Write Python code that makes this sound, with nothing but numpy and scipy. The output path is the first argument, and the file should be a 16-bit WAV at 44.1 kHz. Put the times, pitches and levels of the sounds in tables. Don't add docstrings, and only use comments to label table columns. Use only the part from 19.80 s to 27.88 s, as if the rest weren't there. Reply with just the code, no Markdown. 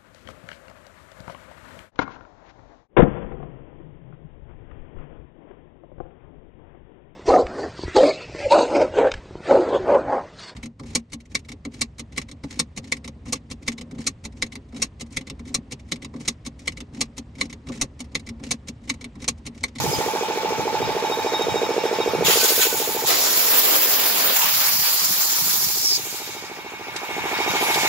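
import sys
import numpy as np
from scipy import signal
from scipy.fft import rfft, irfft, next_fast_len
from scipy.io import wavfile
from scipy.ndimage import map_coordinates

SR = 44100
rng = np.random.default_rng(int(sys.argv[2]) if len(sys.argv) > 2 else 0)


def transcribe(signal):
    frames = np.atleast_2d(signal).T
    limited = np.clip(frames, -1, 1)
    pcm = np.round(limited * 32767).astype(np.int16)
    wavfile.write(sys.argv[1], SR, pcm)


def gain_from_db(level_db):
    decades = np.asarray(level_db, float) / 20
    return 10 ** decades


N = 356328

CRANK_TURNS_PER_S = 13.516
WALK_UP_S = (3.4, 5.8)

# start_s, gain_db, facing_db
LISTENER = [(0, 0, -1.5), (.6, 0, -1), (1.45, 1, -1), (1.9, 0.5, 2), (2.45, 1, 2), (2.75, -5.5, 2.5),
            (3.25, -3.5, -0.5), (3.34, -32, 7), (5.6, -19, -2), (6.0, -20.5, 2), (6.3, -17.5, 1),
            (6.95, -16, 1), (7.2, -13, 0), (7.45, -7, 0.5), (7.7, -3, 0), (8.08, -2, -1.5)]
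# start_s, lag_samples
LEFT_LAG = [(0, -4.5), (2.2, -2), (3.2, 1.1), (5.0, 3.5), (6.5, 4.5), (8.08, 6)]

# start_s, delay_ms
SLAP_ARRIVAL = [(0, 39.8), (1.5, 40.5), (3.1, 41.1), (6.0, 37.8), (6.75, 39.6), (8.08, 43.0)]
# after_first_ms, intake_thump_db, far_face_ring_db, near_face_ring_db
VALVE_SLAPS = [
    (0.01, 7.5, -2, 14),
    (4.45, 1.5, -5.5, -3),
    (14.93, 8.5, -33, 15),
    (17.52, 4.5, -47, -28),
    (20.03, -2.5, -51, -21),
    (23.32, -15, 8.5, 1),
    (26.97, -6, -1, 3.5),
    (35.1, -12, 4, -7),
    (51.1, -4, -59, 5.5),
]
# pitch_hz, level_db, t60_s
INTAKE_FAR = [(473, 24, 0.018), (463, -12.5, 0.01), (316, -16, 0.01), (277, -3, 0.014)]
# pitch_hz, level_db, t60_s
INTAKE_NEAR = [(398, -0.5, 0.011), (288, -9, 0.0093)]
# pitch_hz, level_db, t60_s
INTAKE_THROAT = [(556, -0.5, 0.033), (490, -1, 0.031)]
# pitch_hz, level_db, t60_s
CASING_FAR = [(800, -7, .07), (838, -5, .16), (878, -3, .4), (920, -10, .14), (660, -9, .1)]
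# pitch_hz, level_db, t60_s
CASING_NEAR = [(674, -4, 0.052), (741, -4, 0.078), (800.3, 7, 0.058), (883.3, 7, 0.13), (967, 6, 0.11),
               (1188, 2.5, 0.1)]

# start_s, flow_db, roar_off_struck_parts_db, nozzle_aim_at_listener_db
FIRST_BLAST = [
    (2.44, -34, -4, 7),
    (2.47, -22.5, -8, -1.5),
    (2.6, -25, -7, 0.5),
    (2.7, -21, -10.5, -2),
    (2.75, -28.5, -9, 3.5),
    (2.83, -22, -6.5, -1),
    (2.89, -30, -7.5, 2),
    (3.2, -34.5, -7, 4),
    (3.255, -33, -12, -4),
]
# start_s, flow_db, roar_off_struck_parts_db, nozzle_aim_at_listener_db
SECOND_BLAST = [
    (3.275, -24, -13, 0.5),
    (3.46, -22.5, -9, -0.8),
    (3.75, -26, -5.5, 8.5),
    (4.5, -26.5, -2.5, 4.5),
    (4.85, -25, -7, 4),
    (5.3, -25, -10, 1.5),
    (5.85, -23.5, -15.5, -0.5),
    (6.03, -26, -18, -3),
    (6.15, -20.5, -26, -11.5),
]
# start_s, open_0_to_1
TRIGGER = [
    (2.438, 0),
    (2.452, 1),
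    (6.155, 1),
    (6.185, 0),
]
# start_s, length_s, extra_db
JET_EDGES = [(2.468, 0.06, 2.5), (2.612, 0.0089, -6), (2.83, 0.015, -7), (3.29, 0.039, 8),
             (3.73, 0.0068, 6), (3.85, 0.1, 0), (4.25, 0.015, -16), (4.62, 0.029, 1.5), (4.81, 0.0073, 2),
             (5.06, 0.0099, 1.5), (5.7, 0.012, 0)]
# start_s, pitch_hz, level_against_hiss_db
FIRST_NOZZLE = [
    (2.44, 6900, -1),
    (2.6, 6870, -11),
    (2.85, 6690, -7),
    (3.25, 6900, -7),
]
# start_s, pitch_hz, level_against_hiss_db
SECOND_NOZZLE = [
    (3.3, 5600, -14),
    (3.751, 5500, -8),
    (4.299, 4750, -13),
    (4.85, 4960, -8),
    (5.1, 4780, -3),
    (5.3, 4600, -20),
    (5.95, 5600, -25),
    (6.061, 5480, 5.5),
    (6.18, 4600, -1),
]
# pitch_hz, density_db_per_hz
JET_COLOUR = [(90, -24), (200, -14.5), (400, -4), (1500, -4), (3000, 0), (5000, -2), (6300, -6),
              (7100, -1.5), (8200, -12.5), (9300, -11.5), (11000, -4.5), (12500, -2), (15000, 0.8),
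              (16500, 3.5)]
# pitch_hz, likeness_0_to_1
JET_LIKENESS = [(150, 0.13), (600, 0.073), (2000, 0.14), (5000, 0.081), (8000, 0.32), (12000, 0.07),
                (15000, 0.42)]

# pitch_hz, density_db_per_hz
HUM_COLOUR = [(40, -32), (160, -16.5), (300, -9.5), (500, -2), (1000, -3), (1900, -8), (2300, -11.5),
              (3200, -12.5),
              (6300, -19), (7100, -16.5), (7800, -25), (9300, -28), (12800, -24), (16500, -26)]
# pitch_hz, likeness_0_to_1
HUM_LIKENESS = [(100, 0.14), (300, 0.96), (700, 0.19), (2000, 0.59), (3100, 0.12), (4500, 0.25),
                (7000, 0.028), (15000, 0.13)]
# afar_db, up_close_db
HUM_LEVELS = [
    (-45, -49.5),
    (-40.5, -38.5),
    (-37, -25.5),
    (-40.5, -46),
    (-50, -42.5),
]
# start_s, length_s, level_db, sizzle_against_it_db
LEAKS = [
    (0, .15, -33.5, -5),
    (6.172, 0.17, -35, -1.5),
    (7.96, .2, -29, -7),
]
# start_s, length_s, level_db
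LEAK_WHISTLES = [
    (7.82, 0.11, -29),
]
# pitch_hz, width_hz, afar_db, up_close_db
GEAR_WHINES = [(2255, 110, -6.5, -5), (2494, 71, -9.5, -10), (2745, 19, -14.5, -10.5),
               (3460, 18, -13.5, -18), (5660, 250, -9.5, -17), (2190, 30, -38, -6), (2374, 170, -10, -7)]
# start_s, length_s, level_db
LOW_SLIPS = [
    (1.04, 0.028, -38),
    (1.32, .04, -32),
    (1.547, 0.049, -27.5),
    (1.73, 0.069, -29.5),
    (2.058, .02, -39),
    (2.216, 0.012, -32),
    (6.42, 0.14, -42.5),
    (7.66, .04, -32),
]
# start_s, length_s, level_db
HIGH_SLIPS = [
    (1.3, .05, -43),
    (1.48, .8, -41.5),
]

# start_s, length_s, start_hz, end_hz, level_db
SQUEAKS = [
    (.012, .03, 6100, 6050, -35),
    (.12, .048, 5080, 4900, -25),
    (.09, .05, 10700, 10700, -45),
    (2.47, .06, 1950, 1950, -31),
    (2.6, .03, 2480, 2480, -30),
    (2.6, .07, 1520, 1510, -28),
    (2.7, .05, 1520, 1520, -34),
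    (2.78, .09, 1500, 1510, -30),
    (2.9, .06, 1480, 1490, -33),
    (7.14, .05, 1400, 1400, -43),
]
# start_s, level_db, centre_hz, t60_s
VALVE_PUFFS = [
    (1.62, -22, 6600, .03),
    (6.645, -33.5, 4200, 0.12),
    (7.161, -14, 3800, 0.062),
    (7.941, -10, 3740, 0.11),
]

# pitch_hz, density_db_per_hz
BREEZE_COLOUR = [(12, -54), (20, -31), (38, -19.5), (97, -2.5), (195, 0.5), (234, -10), (260, -3.5),
                 (340, -3.5), (570, -120)]
# start_s, length_s, level_db
GUSTS = [(0, 0.17, -37.5), (.79, 0.011, -43), (1.06, .04, -41), (1.72, 0.024, -42.5), (2.4, 0.11, -41.5),
         (2.79, .02, -55), (2.97, 0.012, -49), (3.22, .03, -51.5), (4.1, 0.38, -58), (4.7, 0.089, -50.5),
         (4.98, 0.072, -50), (5.24, 0.07, -50), (5.65, 0.22, -48.5), (6.1, .05, -52), (7.4, .05, -51),
         (7.7, 0.026, -46), (7.95, .13, -49.5)]


def compressor():
    facing_db = in_time(LISTENER)[1]
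    turns = np.arange(-2, 110) / CRANK_TURNS_PER_S
    turns = turns + np.interp(turns, *np.transpose(SLAP_ARRIVAL)) / 1000
    lead_s = 0.2
    strikes = np.zeros((3, N + SR))
    for ms, *strength_db in VALVE_SLAPS:
        at = ((turns + ms / 1000 + lead_s) * SR).astype(int)
        strikes[:, at] = -gain_from_db(np.c_[strength_db] + 1.2 * rng.standard_normal((3, len(at))))
    intake_hits, far_hits, near_hits = strikes

    near_ring = 0
    for mode in CASING_NEAR:
        late_ms = 2.478 * (min(mode[0], 1000) - 800) / 100
        near_ring = near_ring + np.roll(ring(near_hits, [mode]), int(late_ms * SR / 1000))
    bodies = [ring(intake_hits, INTAKE_FAR), ring(intake_hits, INTAKE_NEAR), ring(intake_hits, INTAKE_THROAT),
              ring(far_hits, CASING_FAR), near_ring]

    port = signal.butter(2, [290, 1150], "band", fs=SR, output="sos")
    start = int(lead_s * SR)
    heard = [rms_one(signal.sosfilt(port, body)[start:start + N]) for body in bodies]
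    intake_far, intake_near, throat, face_far, face_near = heard

    near = closeness()
    thump = (1 - near) * intake_far + near * intake_near
    casing = (1 - near) * face_far + near * face_near
    out = gain_from_db(as_heard(-28.5, -27) + facing_db) * thump
    out += gain_from_db(as_heard(-41, -60) + 3.1 * facing_db) * throat
    out += gain_from_db(as_heard(-29.5, -25) - facing_db + 0.5) * casing
    return out + gain_from_db(as_heard(-41, -46)) * casing_tone(turns)


def casing_tone(turns):
    crank = np.interp(np.arange(N) / SR, turns, np.arange(len(turns)))
    return np.sqrt(2) * np.sin(2 * np.pi * 65 * crank) * gain_from_db(drift(3.5))


def air_gun():
    flow_db, roar_db, aim_db = in_time(FIRST_BLAST + SECOND_BLAST)
    edge_db = swells(JET_EDGES, 386, 159, 0)
    body_db = flow_db + roar_db + edge_db
    hiss_db = flow_db + 0.13 * edge_db
    hollow, = in_time([(3.26, 0), (3.28, 1), (4.53, 1), (4.55, 0)])
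    second = np.arange(N) > SECOND_BLAST[0][0] * SR
    layers = [
        (330, 620, body_db - 18.5 + 13 * hollow),
        (720, 1050, body_db - 5.5),
        (1100, 2300, body_db - 2),
        (2500, 3500, body_db + np.where(second, -3.5, 0)),
        (3900, 7400, hiss_db),
        (7800, 10500, hiss_db + aim_db / 2 + np.where(second, -11, -6.5)),
        (11000, 15700, hiss_db + aim_db)]
    zones = [(low, high) for low, high, _ in layers]
    levels_db = [level_db for *_, level_db in layers]
    jet = turbulence(JET_COLOUR, JET_LIKENESS, zones, levels_db, patchy_db=1.77, gust_db=1.0)
    nozzle_hz, whistle_db = in_time(FIRST_NOZZLE + SECOND_NOZZLE)
    jet += gain_from_db(hiss_db + whistle_db) * whistle(nozzle_hz, width_hz=230)
    return in_time(TRIGGER)[0] * jet


def baler():
    peak_s = 0.0757
    load = np.cos(2 * np.pi * CRANK_TURNS_PER_S * (np.arange(N) / SR - peak_s))
    return machine_hum() + gear_whines(load) + belt_squeal(load) + leak_whistle()


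def machine_hum():
    rumble_db, growl_db, clatter_db, rustle_db, sizzle_db = (as_heard(*layer) for layer in HUM_LEVELS)
    leak_rows = [row[:3] for row in LEAKS]
    sizzle_rows = [(s, length, db + against_db) for s, length, db, against_db in LEAKS]
    rustle_db = swells(leak_rows, 24, 30.5, rustle_db)
    sizzle_db = swells(sizzle_rows, 24, 48, sizzle_db)
    levels_db = [rumble_db, growl_db, clatter_db, rustle_db, sizzle_db]
    zones = [(150, 330), (480, 700), (1050, 3300), (4000, 7400), (9500, 15700)]
    return turbulence(HUM_COLOUR, HUM_LIKENESS, zones, levels_db, patchy_db=1.78, gust_db=0.75)


def gear_whines(load):
    clatter_db = as_heard(*HUM_LEVELS[2])
    out = 0
    for hz, width_hz, afar_db, close_db in GEAR_WHINES:
        against_db = afar_db + closeness() * (close_db - afar_db)
        out = out + gain_from_db(clatter_db + against_db + 1.5 + 0.43 * load) * whistle(hz, width_hz / 2)
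    return out


def belt_squeal(load):
    turned = 1.5 - 3 * closeness()
    out = 0
    for hz, steady_db, slips in [(3757, (-48.5, -33), LOW_SLIPS), (5245, (-73, -55), HIGH_SLIPS)]:
        squeal_db = swells(slips, 133, 133, as_heard(*steady_db))
        wobbling = np.cumsum(hz * (1 + 0.005 * drift(60))) / SR
        tone = np.sin(2 * np.pi * wobbling + np.array([np.zeros(N), turned]))
        out = out + gain_from_db(squeal_db - 3 + 7 * load + 1.5 * drift(12)) * tone
    return out


def leak_whistle():
    return gain_from_db(swells(LEAK_WHISTLES, 300, 130, -99)) * whistle(11400, width_hz=450)


def squeaks():
    out, t = np.zeros((2, N)), np.arange(SR // 5) / SR
    for s, length, start_hz, end_hz, level_db in SQUEAKS:
        along = np.clip(t / length, 0, 1)
        tone = np.sin(2 * np.pi * np.cumsum(start_hz + (end_hz - start_hz) * along) / SR)
        rough = 1 + 0.5 * np.sin(2 * np.pi * 70 * t)
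        swell = np.sqrt(np.sin(np.pi * along) + 1e-12)
        at = int(s * SR)
        out[:, at:at + len(t)] += gain_from_db(level_db) * swell * rough * tone
    return out


def valve_puffs():
    out, t = np.zeros((2, N)), np.arange(SR // 5) / SR
    for s, level_db, centre_hz, t60 in VALVE_PUFFS:
        band = signal.butter(2, [centre_hz * 0.4, centre_hz * 1.7], "band", fs=SR)
        burst = signal.lfilter(*band, rng.standard_normal((2, len(t))))
        burst *= gain_from_db(level_db - 60 * t / t60) * np.minimum(t / 0.0026, 1)
        at = int(s * SR)
        out[:, at:at + len(t)] += burst[:, :N - at]
    return out


def shelter(x):
    t60_s, roof_cut_hz = 0.19, 900
    size = next_fast_len(N + SR)
    turn = 2j * np.pi * np.fft.rfftfreq(size, 1 / SR)
    dull = 1 / (1 + turn / (2 * np.pi * roof_cut_hz))
    loops = [gain_from_db(-60 * lag / t60_s) * dull * np.exp(-turn * lag) for lag in rng.uniform(0.008, 0.04, 12)]
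    sides = [sum((-1) ** k * g / (1 - g) for k, g in enumerate(loops[ear::2])) for ear in range(2)]
    return irfft(rfft(x, size) * sides, size)[:, :N]


def breeze():
    calm_db = -53.5 + 0.3 * in_time(LISTENER)[0]
    wind_db = swells(GUSTS, 72, 120, calm_db)
    likeness = [(20, 0.01), (260, 0.2)]
    return turbulence(BREEZE_COLOUR, likeness, [(30, 170)], [wind_db], patchy_db=3.0, gust_db=3.0)


def ring(clicks, modes):
    out = 0
    for hz, level_db, t60 in modes:
        r, w = gain_from_db(-60 / (t60 * SR)), 2 * np.pi * hz / SR
        gain = gain_from_db(level_db) * np.sin(w)
        out = out + signal.lfilter([0, gain], [1, -2 * r * np.cos(w), r * r], clicks + 1e-18)
    return out


def whistle(hz, width_hz):
    phase = 2 * np.pi * np.cumsum(np.broadcast_to(hz, N)) / SR
    mid, side = (drift(width_hz) * np.cos(phase) + drift(width_hz) * np.sin(phase) for _ in range(2))
    return rms_one(mid + 0.29 * side * np.array([[1], [-1]]))


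def turbulence(spectrum, likeness, zones, levels_db, patchy_db, gust_db):
    size = next_fast_len(N)
    hz = np.maximum(np.fft.rfftfreq(size, 1 / SR), 1)
    mid, side = rfft(rng.standard_normal((2, size))) * gain_from_db(at_hz(spectrum, hz))
    alike = np.clip(at_hz(likeness, hz), -1, 1)
    pair = np.sqrt(1 + alike) * mid + np.sqrt(1 - alike) * side * [[1], [-1]]
    power = np.abs(pair.mean(axis=0)) ** 2 * 2 / size ** 2
    zone_db = [10 * np.log10(power[(hz > low) & (hz < high)].sum()) for low, high in zones]
    lifts = np.array([db - own_db for db, own_db in zip(levels_db, zone_db)])
    centres = np.log2([np.sqrt(low * high) for low, high in zones])
    out, gusts = 0, gust_db * drift(47)
    for octave in np.arange(np.log2(spectrum[0][0]), np.log2(spectrum[-1][0]) + 1 / 3, 1 / 3):
        share = np.cos(np.pi / 2 * np.clip(3 * (np.log2(hz) - octave), -1, 1)) ** 2
        weights = np.array([np.interp(octave, centres, row) for row in np.eye(len(zones))])
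        level_db = weights @ lifts + gusts + patchy_db * drift(15.3)
        out = out + gain_from_db(level_db) * irfft(pair * share, size)[:, :N]
    return out


def swells(rows, rise_db_per_s, fall_db_per_s, floor_db):
    t = np.arange(N) / SR
    power = gain_from_db(2 * floor_db) + 0 * t
    for s, length, level_db in rows:
        rise_db = rise_db_per_s * np.maximum(s - t, 0)
        fall_db = fall_db_per_s * np.maximum(t - s - length, 0)
        power = power + gain_from_db(2 * (level_db - rise_db - fall_db))
    return 10 * np.log10(power)


def closeness():
    return np.interp(np.arange(N) / SR, WALK_UP_S, [0, 1])


def as_heard(afar_db, close_db):
    return in_time(LISTENER)[0] + afar_db + closeness() * (close_db - afar_db)


def drift(rate):
    r = np.exp(-40 * np.pi * rate / SR)
    slow = signal.lfilter([1], [1, -2 * r, r * r], rng.standard_normal(N // 20 + 4002))[4000:]
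    return np.interp(np.arange(N) / 20, np.arange(len(slow)), rms_one(slow))


def in_time(rows):
    s, *columns = np.transpose(rows)
    return [np.interp(np.arange(N) / SR, s, c) for c in columns]


def at_hz(points, hz):
    point_hz, values = np.transpose(points)
    return np.interp(np.log(hz), np.log(point_hz), values)


def rms_one(x):
    return x / np.sqrt(np.mean(x ** 2) + 1e-20)


def scene():
    pump = compressor()
    placed = pump * gain_from_db(np.array([[-1.3], [1.3]])) + gain_from_db(-21) * shelter(pump)
    machines = (air_gun() + baler()) * gain_from_db(np.array([[-0.4], [0.4]]))
    left, right = placed + machines + breeze()
    lag, = in_time(LEFT_LAG)
    left = map_coordinates(left, [np.arange(N) - lag], order=3, mode="nearest")
    return np.array([left, right]) + squeaks() + valve_puffs()


def roll_off(x):
    return signal.sosfilt(signal.butter(12, 17070, fs=SR, output="sos"), x)


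def record(dry):
    rounded = 0.94 * np.tanh(dry / 0.97)
    top_cut = signal.ellip(14, 0.3, 85, 15740, fs=SR, output="sos")
    return roll_off(signal.sosfilt(top_cut, rounded))


dry = scene()
out = record(dry)
transcribe(out)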